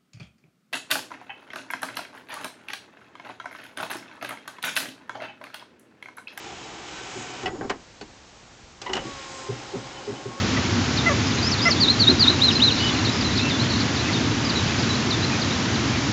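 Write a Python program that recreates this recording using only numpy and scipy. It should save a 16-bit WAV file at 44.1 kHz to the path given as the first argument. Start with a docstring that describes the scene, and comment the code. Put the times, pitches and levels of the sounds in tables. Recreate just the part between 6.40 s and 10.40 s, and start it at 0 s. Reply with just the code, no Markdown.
"""A whining, rumbling motor winds a window up in a stripped car door, close by, outdoors.
It stalls at the top with a run of clunks and is switched off; a second later it restarts with a clank
and winds the glass down. Gears rumble, brushes hiss and the commutator whines with the rotor's turn.
Knocks ring the door panel and lifting arm; the glass chafes, sticks and slips in its rubber seals."""
import sys
import numpy as np
from scipy import signal
from scipy.fft import rfft, irfft
from scipy.io import wavfile
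from scipy.ndimage import map_coordinates

SR = 44100
rng = np.random.default_rng(int(sys.argv[2]) if len(sys.argv) > 2 else 0)


def log_audio(samples):
    """Write samples as a 16-bit WAV file to the path given in sys.argv[1]."""
    # one column per channel
    frames = np.atleast_2d(samples).T
    # limit to full scale, then quantise
    limited = np.clip(frames, -1, 1)
    pcm = np.round(limited * 32767).astype(np.int16)
    wavfile.write(sys.argv[1], SR, pcm)


N = 176400
T = np.arange(N) / SR
FREQS = np.maximum(np.arange(N // 2 + 1) * SR / N, 1)
SEGMENTS = 8  # commutator segments per rotor turn


def from_db(db):
    """Decibels to gain."""
    return 10 ** (np.asarray(db) / 20)


def rms_one(x):
    """Scale to unit power."""
    return x / np.sqrt(np.mean(x ** 2) + 1e-20)


def in_time(rows):
    """Columns of a time curve at every sample."""
    times, *columns = np.transpose(rows)
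    return [np.interp(T, times, column) for column in columns]


def at_hz(points, hz):
    """Interpolate over log frequency."""
    freqs, values = np.transpose(points)
    return np.interp(np.log(hz), np.log(freqs), values)


def noise(gains):
    """Unit-power noise shaped by spectral gains."""
    return rms_one(irfft(rfft(rng.standard_normal(N)) * gains, N))


def peak(hz, width_hz):
    """Spectral gains of one resonance."""
    return 1 / (1 + (2 * (FREQS - hz) / width_hz) ** 2)


def drift(rate_hz):
    """Unit-power low-passed noise."""
    return noise(1 / (1 + (FREQS / rate_hz) ** 2))


def phase_of(hz):
    """Phase [rad] of a moving frequency."""
    return 2 * np.pi * np.cumsum(hz) / SR


def swell(start_s, attack_s, length_s, release_s):
    """Linear attack; exponential release from start_s + length_s."""
    attack = np.clip((T - start_s) / attack_s, 0, 1)
    return attack * np.exp(-np.clip((T - start_s - length_s) / release_s, 0, 40))


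def clicks(times_s, gains):
    """One impulse at each time."""
    out = np.full(N, 1e-18)
    np.add.at(out, (np.asarray(times_s) * SR).astype(int), gains)
    return out


def dying(power, t60_s):
    """Exponential decay of power impulses."""
    return signal.lfilter([1], [1, -from_db(-120 / (t60_s * SR))], power)


def struck(modes, times_s, db=0):
    """Each blow rings each mode with random sign and 1 dB of scatter."""
    out = 0
    for hz, mode_db, t60_s in modes:
        radius, angle = from_db(-60 / (t60_s * SR)), 2 * np.pi * hz / SR
        gains = from_db(db + mode_db + rng.normal(0, 1.0, len(times_s)))
        blows = clicks(times_s, gains * rng.choice([-1, 1], len(times_s)))
        out += signal.lfilter([0, np.sin(angle)], [1, -2 * radius * np.cos(angle), radius ** 2], blows)
    return out


def outdoor_air():
    """Steady air and hiss."""
    # (frequency [Hz], relative level [dB])
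    spectrum = [(15, -41.5), (25, -8.5), (108, -4.5), (415, -12.5), (458, -10.5), (518, -12), (1220, -14),
                (6900, -19), (8600, -29.5), (11200, -67.5)]
    return from_db(-50) * noise(from_db(at_hz(spectrum, FREQS)))


def shell_bumps():
    """Soft low thuds of the door shell."""
    # (time [s], level [dB])
    bumps = [(1.07, -41.5), (2.225, -47), (2.72, -46)]
    envelope = sum(from_db(db) * swell(s, 0.021, 0.006, release_s=0.036) for s, db in bumps)
    return envelope * noise(peak(72, width_hz=63))


def glass_sliding():
    """The glass chafes in its seal and swishes along its channel."""
    # (time [s], level [dB])
    chafes = [(.03, -45), (.23, -47)]
    # (time [s], length [s], level [dB])
    swishes = [(.58, 0.24, -45.5), (2.75, 0.25, -47)]
    chafe_s = 0.087
    chafe = sum(from_db(db) * swell(s, chafe_s / 2, chafe_s, chafe_s / 2) for s, db in chafes)
    swish = sum(from_db(db) * swell(s, length_s, length_s, 0.07) for s, length_s, db in swishes)
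    return chafe * noise(peak(790, width_hz=100)) + swish * noise(peak(6900, width_hz=2300))


def arm_buzz():
    """The loose arm buzzes as the glass sinks."""
    # (time [s], level [dB])
    buzzes = [(3.565, -50), (3.75, -46)]
    buzz_s = 0.019
    envelope = sum(from_db(db) * swell(s, buzz_s / 2, buzz_s, buzz_s) for s, db in buzzes)
    return envelope * noise(peak(3020, width_hz=68))


def stall_sizzle():
    """Thin high sizzle while the motor pushes against the stop."""
    # (centre [Hz], width [Hz], level [dB])
    bands = [(6900, 400, -58), (5260, 300, -61)]
    sizzle = sum(from_db(db) * noise(peak(hz, width_hz)) for hz, width_hz, db in bands)
    return sizzle * swell(start_s=1.085, attack_s=0.02, length_s=0.187, release_s=0.0087)


def gear_squeal():
    """The gears creak as they take up the load; overtones die first."""
    # (harmonic number, level [dB])
    harmonics = [(1, -33), (2, -37.5), (3, -40), (4, -45)]
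    start_s, start_hz, sag_hz_per_s, jitter, roughness = 2.46, 1031, 1500, 0.055, 0.48
    pitch_hz = start_hz - sag_hz_per_s * np.clip(T - start_s, 0, 0.1)
    phase = phase_of(pitch_hz * (1 + jitter * drift(303)))
    out = 0
    for k, db in harmonics:
        tone = np.sqrt(2) * from_db(db) * np.sin(k * phase) * (1 + roughness * drift(150))
        out += tone * swell(start_s, attack_s=0.006, length_s=0.0065, release_s=0.042 / k)
    return out


def seal_judders():
    """Stick-slip in the seal: a short gliding groan, then the pane shudders."""
    # (time [s], length [s], level [dB], pitch [Hz], sag [Hz/s], relative shudder [dB])
    slips = [(0.756, 0.016, -35, 385, 589, -2.5), (1.038, 0.027, -35.5, 327.7, -1500, -5.5),
             (1.13, 0.02, -32, 370, 1000, -19.5), (1.174, 0.077, -39.5, 305, 450, -5.5),
             (2.488, 0.057, -36.5, 384.7, 304, -12), (2.648, 0.018, -35, 350, 1799, -1),
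             (3.086, 0.021, -28.5, 407, 497, -6.5), (3.334, 0.017, -29, 400, 750, -3),
             (3.673, 0.033, -29, 419.3, 497, -6.5), (3.853, 0.015, -31.5, 400, 604, -4.5)]
    # (frequency [Hz], relative level [dB])
    pane_spectrum = [(50, -19.5), (90, -21.5), (120, 9), (165, -7.5), (230, 2.5), (330, -4), (430, -4),
                     (600, -13), (4000, -43.5)]
    rough = 1 + 0.062 * drift(80)
    pane = noise(from_db(at_hz(pane_spectrum, FREQS)))
    out, rise_s = 0, 0.016
    for s, length_s, db, hz, sag, shudder_db in slips:
        tone = np.sqrt(2) * np.sin(phase_of(hz - sag * np.clip(T - s, 0, 0.1)))
        groan = tone * rough * swell(s, 0.0075, length_s, release_s=0.006)
        shudder = from_db(shudder_db) * pane * swell(s, rise_s, length_s + rise_s, release_s=0.048)
        out += from_db(db) * (groan + shudder)
    return out


def end_stop():
    """The lifter rings as it hits the stop and pings as it settles."""
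    # both: (frequency [Hz], level [dB], t60 [s])
    stop_modes = [(747, -28, 0.21), (1960, -30, 0.17), (2590, -28, 0.089), (3340, -35, .07),
                  (4540, -40, 0.067)]
    ping_modes = [(4210, -45, 0.067), (4480, -42, .06)]
    return struck(stop_modes, times_s=[1.059]) + struck(ping_modes, times_s=[1.612])


def knocks():
    """Each knock cracks, rings the panel and rattling arm, and clatters in the door; treble dies first."""
    # (time [s], level [dB], relative bass [dB], relative treble [dB], relative arm ring [dB])
    hits = [(1.032, -35, 17.5, -2, -17), (1.057, -28.5, 0, -5, -1.5), (1.065, -28.5, 2.5, -11, -7),
            (1.077, -28, 4, -10.5, -13), (1.151, -39.5, 20, -45, -24), (1.2101, -24.5, 7, -38, -29),
            (1.228, -34, 5, -42, -31), (1.244, -33, 12, -40, -30), (1.2962, -18, -10.5, -10, -19),
            (1.3, -21.5, 4.5, -10, -33), (1.611, -35.5, 12, -1.5, -23), (2.4155, -36.5, 1, 8.5, -19),
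            (2.462, -38, -2, -10, 1), (2.493, -28.5, 3, -14, -4), (2.532, -28, 1, 5, 6),
            (2.552, -29, 9, 0, 2.5), (2.566, -22.5, 6.5, -8.5, -8.5), (2.576, -25, -2, -20, -2.5)]
    # both: (frequency [Hz], relative level [dB], t60 [s])
    panel_modes = [(285, -18.5, 0.13), (393, -8, 0.12), (470, -14, 0.042), (724, -16.5, 0.11),
                   (788.5, -11.5, 0.1), (1534, -17, 0.071)]
    arm_modes = [(1966, -8, 0.12), (2830, -4.5, 0.087), (2970, -1.5, 0.1), (5260, -10.5, 0.045)]
    # (frequency [Hz], relative level [dB])
    cavity_spectrum = [(50, -17), (120, -19), (250, -5), (400, -2), (660, -5), (790, -2.5), (960, -3),
                       (1900, -3.5), (3000, -4.5), (4500, -6), (7000, -8.5), (9000, -21.5)]
    # (frequency [Hz], t60 [s])
    cavity_decay = [(100, 0.38), (500, 0.15), (2000, 0.095), (7000, 0.037)]
    attack_s, bass_hz, treble_hz, crack_db, crack_t60_s = 0.001964, 510, 2580, -11, 0.011
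    times_s, db, bass_db, treble_db, arm_db = np.transpose(hits)
    panel = struck(panel_modes, times_s + attack_s, db + bass_db / 2)
    arm = struck(arm_modes, times_s + attack_s, db + arm_db)
    out = panel + arm * (1 + 0.55 * drift(115))
    centres_hz = np.geomspace(60, 8000, 14)
    colour = from_db(at_hz(cavity_spectrum, FREQS))
    pole = np.exp(-1 / (attack_s * SR))
    for hz, selector in zip(centres_hz, np.eye(len(centres_hz))):
        band = colour * np.sqrt(np.interp(np.log(FREQS), np.log(centres_hz), selector))
        band_share = np.sum(band ** 2) / np.sum(colour ** 2)
        band_db = db + bass_db / (1 + (hz / bass_hz) ** 4) + treble_db / (1 + (treble_hz / hz) ** 4)
        blows = clicks(times_s, from_db(band_db) ** 2)
        clatter = dying(blows, at_hz(cavity_decay, hz))
        crack = from_db(crack_db) ** 2 * dying(blows, crack_t60_s)
        power = signal.lfilter([1 - pole], [1, -pole], clatter + crack)
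        out += noise(band) * np.sqrt(power * band_share)
    return out


def friction(commutator_phase, gains):
    """Unit-power rubbing noise; part of it repeats on every rotor turn."""
    locked_share = 0.23
    turns = commutator_phase / (2 * np.pi * SEGMENTS)
    surface = irfft(np.exp(2j * np.pi * rng.random(int(N / turns[-1] / 2))))
    locked = rms_one(map_coordinates(surface, [turns % 1 * len(surface)], order=3, mode="grid-wrap"))
    rubbing = np.sqrt(locked_share) * locked + np.sqrt(1 - locked_share) * rng.standard_normal(N)
    return rms_one(irfft(rfft(rubbing) * gains, N))


def motor(speed, levels, spectrum, partials, flutter_db):
    """Gears rumble and brushes scrape through the resonances of the can; the commutator whines."""
    # can and bracket: (centre [Hz], width [Hz], twice the lift at centre [dB])
    resonances = [(754, 120, 1.5), (1410, 100, 4.5), (2500, 29, 5), (3010, 70, 6.5), (3880, 56, 11.5),
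                  (4830, 120, 11), (5200, 220, 9), (6920, 110, 8.5)]
    # (time [s], gain [dB])
    whine_gain = [(.4, -8.5), (.6, -3.5), (1.03, 0.5), (1.12, -23), (2.5, -46), (2.68, 2), (3.08, 0.5),
                  (3.16, -8), (3.7, -10), (3.9, -0.5)]
    wobble, brush_beat, rotor_beat, grit_db, crossover_hz = 0.002493, 0.19, 0.076, 0.6, 1250
    phase = phase_of(in_time(speed)[0] * (1 + wobble * drift(20)))
    gear_db, brush_db = in_time(levels)
    can_db = sum(db * (peak(hz, width) - peak(hz, 4 * width) / 2) for hz, width, db in resonances)
    body = from_db(at_hz(spectrum, FREQS) + can_db)
    lowpass = 1 / np.sqrt(1 + (FREQS / crossover_hz) ** 6)
    bass_cut = FREQS / np.hypot(FREQS, 60)
    gears = friction(phase, body * lowpass * bass_cut) * from_db(gear_db + grit_db * drift(30))
    beat = 1 + brush_beat * np.cos(phase) + rotor_beat * np.cos(phase / SEGMENTS)
    scrape = friction(phase, body * np.sqrt(1 - lowpass ** 2))
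    brushes = scrape * rms_one(beat * from_db(grit_db * drift(150))) * from_db(brush_db)
    whine = sum(np.sqrt(2) * np.sin(k * phase / SEGMENTS) * from_db(db + flutter_db * drift(9))
                for k, db in partials)
    running = (T >= speed[0][0]) & (T <= speed[-1][0])
    return gears + brushes + whine * running * from_db(in_time(whine_gain)[0])


def winding():
    """The motor raises the glass, then lowers it."""
    # (time [s], commutator rate [Hz])
    speed_up = [(0, 521.6), (.55, 509.1), (1.03, 509.1), (1.1, 438.8)]
    speed_down = [(2.5, 429.7), (2.62, 562), (2.7, 561.6), (2.78, 542.8), (2.95, 531), (3.1, 523.8),
                  (3.3, 536.8), (3.6, 537), (3.85, 541), (4, 550)]
    # (time [s], gear rumble [dB], brush hiss [dB])
    levels_up = [(0, -45.5, -43), (.38, -43.5, -44), (.55, -43.5, -40), (1.03, -40.5, -41),
                 (1.08, -41, -54), (1.25, -49, -65), (1.36, -44, -74), (1.45, -76, -92)]
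    levels_down = [(2.41, -60, -92), (2.44, -42.5, -48), (2.52, -38.5, -49), (2.6, -40.5, -43.5),
                   (2.7, -46.5, -41), (2.9, -43.5, -42), (3.5, -41.5, -43.5), (4, -44, -45)]
    # friction: (frequency [Hz], relative level [dB])
    spectrum_up = [(35, -41), (60, -4.5), (91, -15), (123, -1.5), (155, -12.5), (179, -0.5), (210, -9.5),
                   (345, 2), (639, -10), (754, -2), (1260, -9), (1550, -12), (3050, -11), (4800, -16.5),
                   (6810, -16), (8200, -26.5), (10700, -51)]
    spectrum_down = [(35, -25.5), (60, -3), (87, -16.5), (123, -4.5), (161, -16.5), (359, -3), (479, -13),
                     (531, -3.5), (639, -14.5), (785, -4), (1010, -11), (1550, -12), (4520, -14.5),
                     (6810, -17.5), (8200, -28), (10700, -43)]
    # whine and gear buzz: (multiple of rotor rate, level before whine gain [dB])
    partials_up = [(11.5, -54.5), (12, -57), (21, -57), (24, -51), (25, -60.5), (35.5, -59), (37, -58.5),
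                   (39, -54), (47.25, -54)]
    partials_down = [(8, -55.5), (16, -47), (24, -65.5)]
    up = motor(speed_up, levels_up, spectrum_up, partials_up, flutter_db=3)
    down = motor(speed_down, levels_down, spectrum_down, partials_down, flutter_db=2)
    return up + down


def scene():
    """Up, stall, pause, down; mono."""
    mix = winding() + glass_sliding() + arm_buzz() + knocks() + end_stop() + seal_judders()
    return (mix + gear_squeal() + stall_sizzle() + shell_bumps() + outdoor_air())[None]


def record(dry):
    """Steep treble cut."""
    stopband_db, stopband_hz = 60, 9500
    return signal.sosfilt(signal.cheby2(12, stopband_db, stopband_hz, fs=SR, output="sos"), dry)


dry = scene()
out = record(dry)
log_audio(out)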